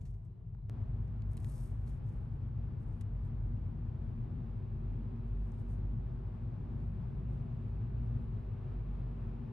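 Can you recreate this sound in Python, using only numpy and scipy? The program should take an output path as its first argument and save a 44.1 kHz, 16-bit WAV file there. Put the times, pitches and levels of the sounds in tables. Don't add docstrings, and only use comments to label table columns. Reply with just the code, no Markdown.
import sys
import numpy as np
from scipy import signal
from scipy.fft import rfft, irfft, next_fast_len
from scipy.io import wavfile
from scipy.ndimage import uniform_filter1d, map_coordinates

SR = 44100
rng = np.random.default_rng(int(sys.argv[2]) if len(sys.argv) > 2 else 0)


def generate_wav(signal):
    frames = np.transpose(np.atleast_2d(signal))
    scaled = np.clip(frames, -1, 1) * 32767
    pcm = np.round(scaled).astype(np.int16)
    wavfile.write(sys.argv[1], SR, pcm)


N = 419832
TUNNEL_START_S = 0.697


# pitch_hz, width_hz, level_db
BODY_MODES = [(43.7, 9.7, -3), (53, 8, -5), (70.4, 43, -9.5), (86.5, 12, -6.5), (102.1, 14, 0.5),
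              (116.3, 26, -2.5), (132.2, 15, -5.5), (162.2, 37, -14)]
# time_s, level_db
SURFACE_SHAKE = [(0, -42.5), (.33, -48), (.64, -43), (.78, -37.5), (1.55, -39.5), (2.35, -40),
                 (2.63, -38.5), (3.17, -40), (3.42, -38.5), (4.4, -39.5), (4.75, -40), (5.35, -42.5),
                 (6.03, -39), (6.22, -42.5), (6.45, -41), (7.1, -39.5), (8.24, -39), (8.55, -41),
                 (9.52, -43.5)]

def road():
    def body_noise(tilt):
        return cabin_noise(lambda hz: resonances(BODY_MODES)(hz) * np.clip(hz / 110, .6, 1.6) ** tilt)
    slow, fast = body_noise(tilt=-.7), body_noise(tilt=1.15)
    shake = np.sqrt(1 - pace()) * slow + np.sqrt(pace()) * fast
    shake_db, = curves(SURFACE_SHAKE)
    return pan(steadied(shake) * amp(shake_db - 0.02), left_db=2.5)


# time_s, firing_hz
FIRING_RATE = [(0, 50.3), (.6, 48), (.75, 41.5), (1, 50.5), (2, 54), (2.85, 56.5), (3.1, 48), (3.6, 47.5),
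               (4.2, 43.6), (5, 46), (6.9, 53), (8.25, 57), (8.6, 49.5), (9.3, 46.5)]
BOOM_HZ, BOOM_WIDTH_HZ = 48.6, 18
OCTAVE_HZ, OCTAVE_WIDTH_HZ, OCTAVE_DB = 114, 5.3, -4.5

def engine():
    firing_hz, = curves(FIRING_RATE)
    phase = 2 * np.pi * np.cumsum(firing_hz * (1 + .009 * wobble(7))) / SR
    mode_gain = lambda hz, mode_hz, width_hz: 1 / np.hypot(1, 2 * (hz - mode_hz) / width_hz)
    boom = np.sin(phase) * mode_gain(firing_hz, BOOM_HZ, BOOM_WIDTH_HZ)
    octave = np.sin(2 * phase) * mode_gain(2 * firing_hz, OCTAVE_HZ, OCTAVE_WIDTH_HZ) * amp(OCTAVE_DB)
    waver_db = -1.52 + 2.1 * wobble(9)
    return pan(np.sqrt(2) * (boom + octave) * throttle() * amp(waver_db), left_db=-0.5)


# start_s, end_s, gain_db
PEDAL_PRESSES = [(0.058, 0.149, -38.5), (0.853, 2.85, -42), (3.066, 3.58, -40), (4.6, 5.1, -41),
                 (5.101, 6.397, -38.5), (6.406, 8.553, -40.5), (8.599, 9.363, -40)]
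PEDAL_RISE_S, PEDAL_FALL_S, COAST_DB = 0.041, 0.053, -53

def throttle():
    t = clock()
    ramp = lambda x: (1 + np.tanh(x)) / 2
    load = np.full(N, amp(COAST_DB))
    for start_s, end_s, gain_db in PEDAL_PRESSES:
        pressed = ramp((t - start_s) / PEDAL_RISE_S) * ramp((end_s - t) / PEDAL_FALL_S)
        load += (amp(gain_db) - amp(COAST_DB)) * pressed
    return load


# slow_hz, fast_hz, width_hz, level_db
CAVITY_MODES = [(223.1, 222.5, 8, -.5), (228.6, 241, 11, -1.5)]
# pitch_hz, width_hz, level_db
TYRE_WALL_BANDS = [(199, 77, 0.5), (229.4, 30, 0.5), (259, 64, -3)]
# time_s, level_db
DRONE_LEVEL = [(.7, -55.5), (1.05, -55.5), (2.25, -58), (2.8, -55.5), (3.1, -56), (3.52, -52), (3.9, -55.5),
               (4.35, -50), (4.72, -55.5), (5.07, -48.5), (5.4, -53.5), (5.9, -51), (6.2, -57), (6.8, -49),
               (6.98, -57), (7.25, -52), (7.9, -54), (8.2, -49), (8.5, -57.5), (9, -54), (9.33, -51),
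               (9.52, -49.5)]

def tyre_drone():
    cavity = sum(hum(slow_hz + (fast_hz - slow_hz) * pace(), width_hz, side_db=-15.5) * amp(level_db)
                 for slow_hz, fast_hz, width_hz, level_db in CAVITY_MODES)
    walls = cabin_noise(resonances(TYRE_WALL_BANDS)) * amp(-1.5)
    drone_db, = curves(DRONE_LEVEL)
    return steadied(cavity + walls) * amp(drone_db)


# freq_hz, level_db
ROAR_SPECTRUM = [(200, -5), (330, 8), (480, 4.5), (600, 0), (850, -2), (1100, -3), (1550, -9.5),
                 (1680, -12), (2400, -17), (3500, -22), (5000, -30.5), (7000, -40.5), (9200, -38),
                 (10500, -52), (12000, -46), (14000, -52)]
# pitch_hz, width_hz, level_db
PANE_MODES = [(397, 47, -4), (665, 50, -5), (835, 130, -6.5), (1520, 19, -6), (1747, 33, -4),
              (2350, 540, -12.5)]
ROAR_SLOW_DB, ROAR_PACE_DB = -65, 5

def traffic_roar():
    through_glass = lambda hz: colour(ROAR_SPECTRUM)(hz) * (1 + resonances(PANE_MODES)(hz))
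    return cabin_noise(through_glass) * amp(ROAR_SLOW_DB + ROAR_PACE_DB * pace() + 0.52 * wobble(11))


# time_s, pitch_hz, level_db
TREAD_HUM = [(.7, 315, -67.5), (3.2, 305, -69), (4.2, 350, -64.5), (5.6, 366, -64), (6.5, 362, -63.5),
             (8.1, 382, -64), (8.8, 375, -66.5), (9.52, 372, -63.5)]

def tread():
    pitch_hz, level_db = curves(TREAD_HUM)
    return hum(pitch_hz, width_hz=62, side_db=-5.5) * amp(level_db)


# pitch_hz, width_hz, level_db
HISS_BANDS = [(2540, 660, 1.5), (3900, 660, -10)]
# middle_s, half_length_s, level_db
CLOSE_PASSES = [(4.798, 0.61, -88.5), (7.599, 0.55, -85.5), (9.101, .5, -84)]

def passing_hiss():
    return cabin_noise(resonances(HISS_BANDS)) * swells(CLOSE_PASSES)


def tunnel():
    traffic = traffic_roar() + passing_hiss()
    return pan(tyre_drone(), left_db=1) + pan(traffic + tread(), left_db=1.6)


# freq_hz, level_db
OPEN_ROAD_SPECTRUM = [(140, -19), (205, 5), (270, -16.5), (335, -5), (420, -7), (560, -25.5), (690, -11),
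                      (780, -20), (1000, -20), (1500, -32), (2600, -37), (4000, -44), (6000, -53.5),
                      (13000, -63.5)]

def open_road():
    return pan(cabin_noise(colour(OPEN_ROAD_SPECTRUM)) * amp(-67.5), left_db=1)


def click():
    age_s = clock() - TUNNEL_START_S
    return pan(amp(-40.5) * (age_s >= 0) * np.exp(-np.abs(age_s) / 0.0024), left_db=0.5)


# pitch_hz, level_db, t60_s
PLASTIC_MODES = [(432, -0.5, 0.029), (834, 1, 0.02), (1350, -6.5, .014)]
KNOCK_S, KNOCK_DB = 0.5492, -57

def knock():
    age_s = np.maximum(clock() - KNOCK_S, 0)
    ring = sum(amp(level_db - 60 * age_s / t60_s) * np.sin(2 * np.pi * pitch_hz * age_s)
               for pitch_hz, level_db, t60_s in PLASTIC_MODES)
    return ring * amp(KNOCK_DB)


# start_s, level_db, t60_s, bright_share, pitch_hz
CASE_TICKS = [(0.01, -73, .09, .2, 6490), (0.0508, -69.5, .13, .4, 5990), (.1396, -75.5, .04, 0, 6000),
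              (0.2495, -82, .025, .5, 8500), (.5495, -79.5, .012, 0.1, 1016), (1.077, -77, .025, .7, 5530),
              (1.222, -60.5, .0066, 0.01, 4200), (1.3172, -69.5, .014, 1, 7470),
              (1.3237, -75, .01, .9, 7980), (1.3333, -64, .014, 0.8, 10980),
              (1.3445, -74, .012, 0.9, 11300), (1.3695, -57.5, .016, .8, 8690),
              (1.3765, -58, .015, .4, 4210), (1.403, -68.5, .012, 0.93, 11010),
              (1.4462, -50.5, .006, 0.02, 11700), (1.8585, -79.5, .012, .9, 11000),
              (1.876, -67, .025, 0.4, 4480), (1.89, -71, .034, .5, 9040), (2.03, -84, .012, .9, 9000),
              (2.065, -78.5, .02, .7, 7000), (2.089, -73, .03, 0.4, 8800), (2.12, -79.5, .02, .6, 6000),
              (2.2138, -85, .012, .8, 8520), (2.801, -80.5, .025, .7, 8020), (2.8828, -79, .016, 0.7, 8000),
              (2.929, -78, .016, .5, 6520), (3.0096, -58, 0.034, 0.45, 7090),
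              (3.2495, -75.5, .016, .8, 8030), (5.2796, -82, .035, .9, 8000), (5.5189, -69, .013, .6, 7480),
              (5.588, -80.5, .025, .9, 8770), (5.688, -81.5, .015, .8, 8500), (7.333, -79, .03, .7, 7520)]
TICK_RING_GAIN, TICK_Q, TICK_RISE_PER_T60 = 0.97, 3.2, 0.019
HARD_T60_S, BRUSH_T60_S = 0.016, .012

def ticks():
    age_s = np.arange(SR // 8) / SR
    dull, bright = np.zeros((2, N))
    for start_s, level_db, t60_s, bright_share, pitch_hz in CASE_TICKS + catches():
        attack = 1 - np.exp(-age_s / (TICK_RISE_PER_T60 * t60_s))
        tick = rng.standard_normal(len(age_s)) * amp(level_db - 60 * age_s / t60_s) * attack
        tick *= min(1, t60_s / BRUSH_T60_S)
        tick[0] = amp(level_db + 16) * np.exp(-t60_s / HARD_T60_S)
        tick += TICK_RING_GAIN * signal.lfilter(*signal.iirpeak(pitch_hz, TICK_Q, SR), tick)
        first = round(start_s * SR)
        span = slice(first, first + len(age_s))
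        dull[span] += np.sqrt(1 - bright_share) * tick
        bright[span] += np.sqrt(bright_share) * tick
    return amp(2) * (filtered(dull, colour(CASE_SPECTRUM)) + filtered(bright, colour(SKIN_SPECTRUM)))


# middle_s, half_length_s, level_db, bright_share
STROKES = [(0.063, .11, -93.5, 0.7), (.108, 0.0072, -88.5, 0.7), (0.256, .012, -93.5, .9),
           (1.318, 0.016, -85.5, 0.99), (1.408, 0.028, -79, 0.98), (1.568, 0.088, -71.5, 1),
           (1.8, 0.052, -90.5, 0.94), (1.888, 0.017, -80, 0.4), (1.926, 0.044, -85.5, .8),
           (2.114, .05, -89, 0.8), (2.271, 0.064, -97, 0.98), (2.83, 0.011, -89.5, .9),
           (2.942, 0.064, -93, .8), (3.265, 0.018, -93, 0.8), (5.384, 0.048, -96.5, 0.86),
           (5.54, 0.074, -92, .9), (5.603, .014, -87, 0.87), (5.721, .027, -84.5, 0.8),
           (6.85, .06, -96.5, 0.8), (7.35, .044, -93.5, 0.9), (7.64, 0.083, -98.5, 0.97),
           (8.04, .045, -97.5, 0.98), (8.22, 0.048, -99, 0.99), (8.961, 0.037, -98, 0.93)]
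# freq_hz, level_db
SKIN_SPECTRUM = [(1000, -29), (2500, -16.5), (4000, -6.5), (4600, -6.5), (5900, -2), (7200, -5), (8600, 2),
                 (10000, 3.5), (11200, 3.5), (12000, -7.5), (12600, -12), (13500, -31.5)]
# freq_hz, level_db
CASE_SPECTRUM = [(200, -16.5), (1000, 4.5), (2100, 9), (4300, 0), (5500, -7), (7200, -2.5), (8700, -14),
                 (11000, -8), (13500, -20)]
GRIP_DB, GRIP_SWING_DB = -109, 3.5

def fingers():
    dull_power, bright_power = np.zeros((2, N))
    for middle_s, half_s, level_db, bright_share in STROKES:
        power = (amp(level_db) * swell(middle_s, half_s)) ** 2
        dull_power += (1 - bright_share) * power
        bright_power += bright_share * power
    bright_power += amp(GRIP_DB + GRIP_SWING_DB * wobble(9.8)) ** 2
    stick_slip_db = .4 * wobble(45) + .7 * wobble(220) + 3 * wobble(2500)
    grain = rng.standard_normal(N) * amp(stick_slip_db)
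    bright = np.sqrt(bright_power) * unit(filtered(grain, colour(SKIN_SPECTRUM)))
    dull = np.sqrt(dull_power) * unit(filtered(grain, colour(CASE_SPECTRUM)))
    return amp(3) * (bright + dull)


CATCHES_PER_S, CATCH_BOOST_DB, CATCH_SPREAD_DB = 51, 2.5, 2.5
CATCH_T60_S, CATCH_BRIGHT_SHARE, CATCH_HZ = .01, .8, 8500

def catches():
    rows = []
    for middle_s, half_s, stroke_db, _ in STROKES:
        count = round(2 * half_s * CATCHES_PER_S)
        for place, size in rng.uniform(-1, 1, (count, 2)):
            start_s = abs(middle_s + place * half_s)
            level_db = stroke_db + CATCH_BOOST_DB + size * CATCH_SPREAD_DB
            rows.append((start_s, level_db, CATCH_T60_S, CATCH_BRIGHT_SHARE, CATCH_HZ))
    return rows


# freq_hz, left_lead_rad
PORT_PHASE = [(500, 1.5), (3300, 1.43), (7700, 0.97), (8700, -1), (9700, -2.25), (10200, -3.1), (10800, -4),
              (11700, -5), (12700, -6)]

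def handling():
    touch = fingers() + ticks() + knock()
    ports = lambda hz: np.exp(.5j * along(PORT_PHASE, hz) * np.array([[1], [-1]]))
    return pan(filtered(touch, ports), left_db=1)


# pitch_hz, width_hz, level_db
TRIM_MODES = [(3980, 150, 2.5), (4275, 200, -6)]
# middle_s, half_length_s, level_db
TRIM_SQUEAKS = [(0.332, .03, -103.5), (.603, .02, -99.5)]

def squeaks():
    return cabin_noise(resonances(TRIM_MODES)) * swells(TRIM_SQUEAKS)


# freq_hz, correlation
COHERENCE = [(30, 0.98), (50, 1), (130, 0.98), (230, 0.9), (380, 0.34), (600, .12), (1000, 0.075),
             (2000, 0.46), (4000, 0.65), (9000, .2)]

def cabin_noise(response):
    def mid_side_response(hz):
        angle_rad = np.arccos(np.clip(along(COHERENCE, hz), -1, 1)) / 2
        return response(hz) * np.array([np.ones_like(hz), np.tan(angle_rad)])
    mid, side = filtered(rng.standard_normal((2, N)), mid_side_response)
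    return np.array([mid + side, mid - side]) / np.std(mid)


# time_s, pace_fraction
CAR_PACE = [(0, 0.67), (.8, 0.24), (3.5, 0.23), (5, 0.42), (8.2, 0.68), (9.1, 0.77)]

def pace():
    return curves(CAR_PACE)[0]


def hum(pitch_hz, width_hz, side_db):
    phase = 2 * np.pi * np.cumsum(pitch_hz) / SR
    mid, side = (wobble(width_hz) * np.cos(phase) + wobble(width_hz) * np.sin(phase) for _ in range(2))
    side *= amp(side_db)
    return unit(np.array([mid + side, mid - side]))


def swell(middle_s, half_s):
    from_middle_s = np.abs(clock() - middle_s)
    return np.exp(-(from_middle_s / (1.54 * half_s)) ** 2.9) * (from_middle_s < 4 * half_s)


def swells(rows):
    return sum(amp(level_db) * swell(middle_s, half_s) for middle_s, half_s, level_db in rows)


def steadied(x):
    return x / np.sqrt(np.abs(uniform_filter1d(np.mean(x ** 2, axis=0), size=SR // 5)))


def wobble(rate_hz):
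    knots = rng.standard_normal(int(N * rate_hz / SR) + 4)
    return unit(map_coordinates(knots, [clock() * rate_hz]))


def resonances(modes):
    def peak(hz, pitch_hz, width_hz):
        return (hz * width_hz) ** 2 / ((pitch_hz ** 2 - hz ** 2) ** 2 + (hz * width_hz) ** 2)
    return lambda hz: np.sqrt(sum((amp(level_db) * peak(hz, pitch_hz, width_hz)) ** 2
                                  for pitch_hz, width_hz, level_db in modes))


def colour(spectrum):
    return lambda hz: amp(along(spectrum, hz))


def filtered(x, response):
    size = next_fast_len(N + 8192, real=True)
    hz = np.fft.rfftfreq(size, 1 / SR).astype(np.float32)
    return irfft(rfft(x.astype(np.float32), size) * response(hz), size)[..., :N]


def along(points, hz):
    freq_hz, values = np.transpose(points)
    return np.interp(np.log(hz + 1), np.log(freq_hz + 1), values)


def curves(rows):
    time_s, *columns = np.transpose(rows)
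    return [np.interp(clock(), time_s, column) for column in columns]


def pan(x, left_db):
    return x * amp([[left_db / 2], [-left_db / 2]])


def amp(db):
    return 10 ** (np.asarray(db) / 20)


def unit(x):
    return x / np.sqrt(np.mean(x ** 2) + 1e-20)


def clock():
    return np.arange(N) / SR


def scene():
    outside = np.where(clock() < TUNNEL_START_S, open_road(), tunnel())
    return road() + engine() + outside + handling() + click() + squeaks()


BAND_LIMIT_HZ = 13108

def record(dry):
    return filtered(dry, lambda hz: 1 / np.sqrt(1 + (hz / BAND_LIMIT_HZ) ** 80))


dry = scene()
out = record(dry)
generate_wav(out)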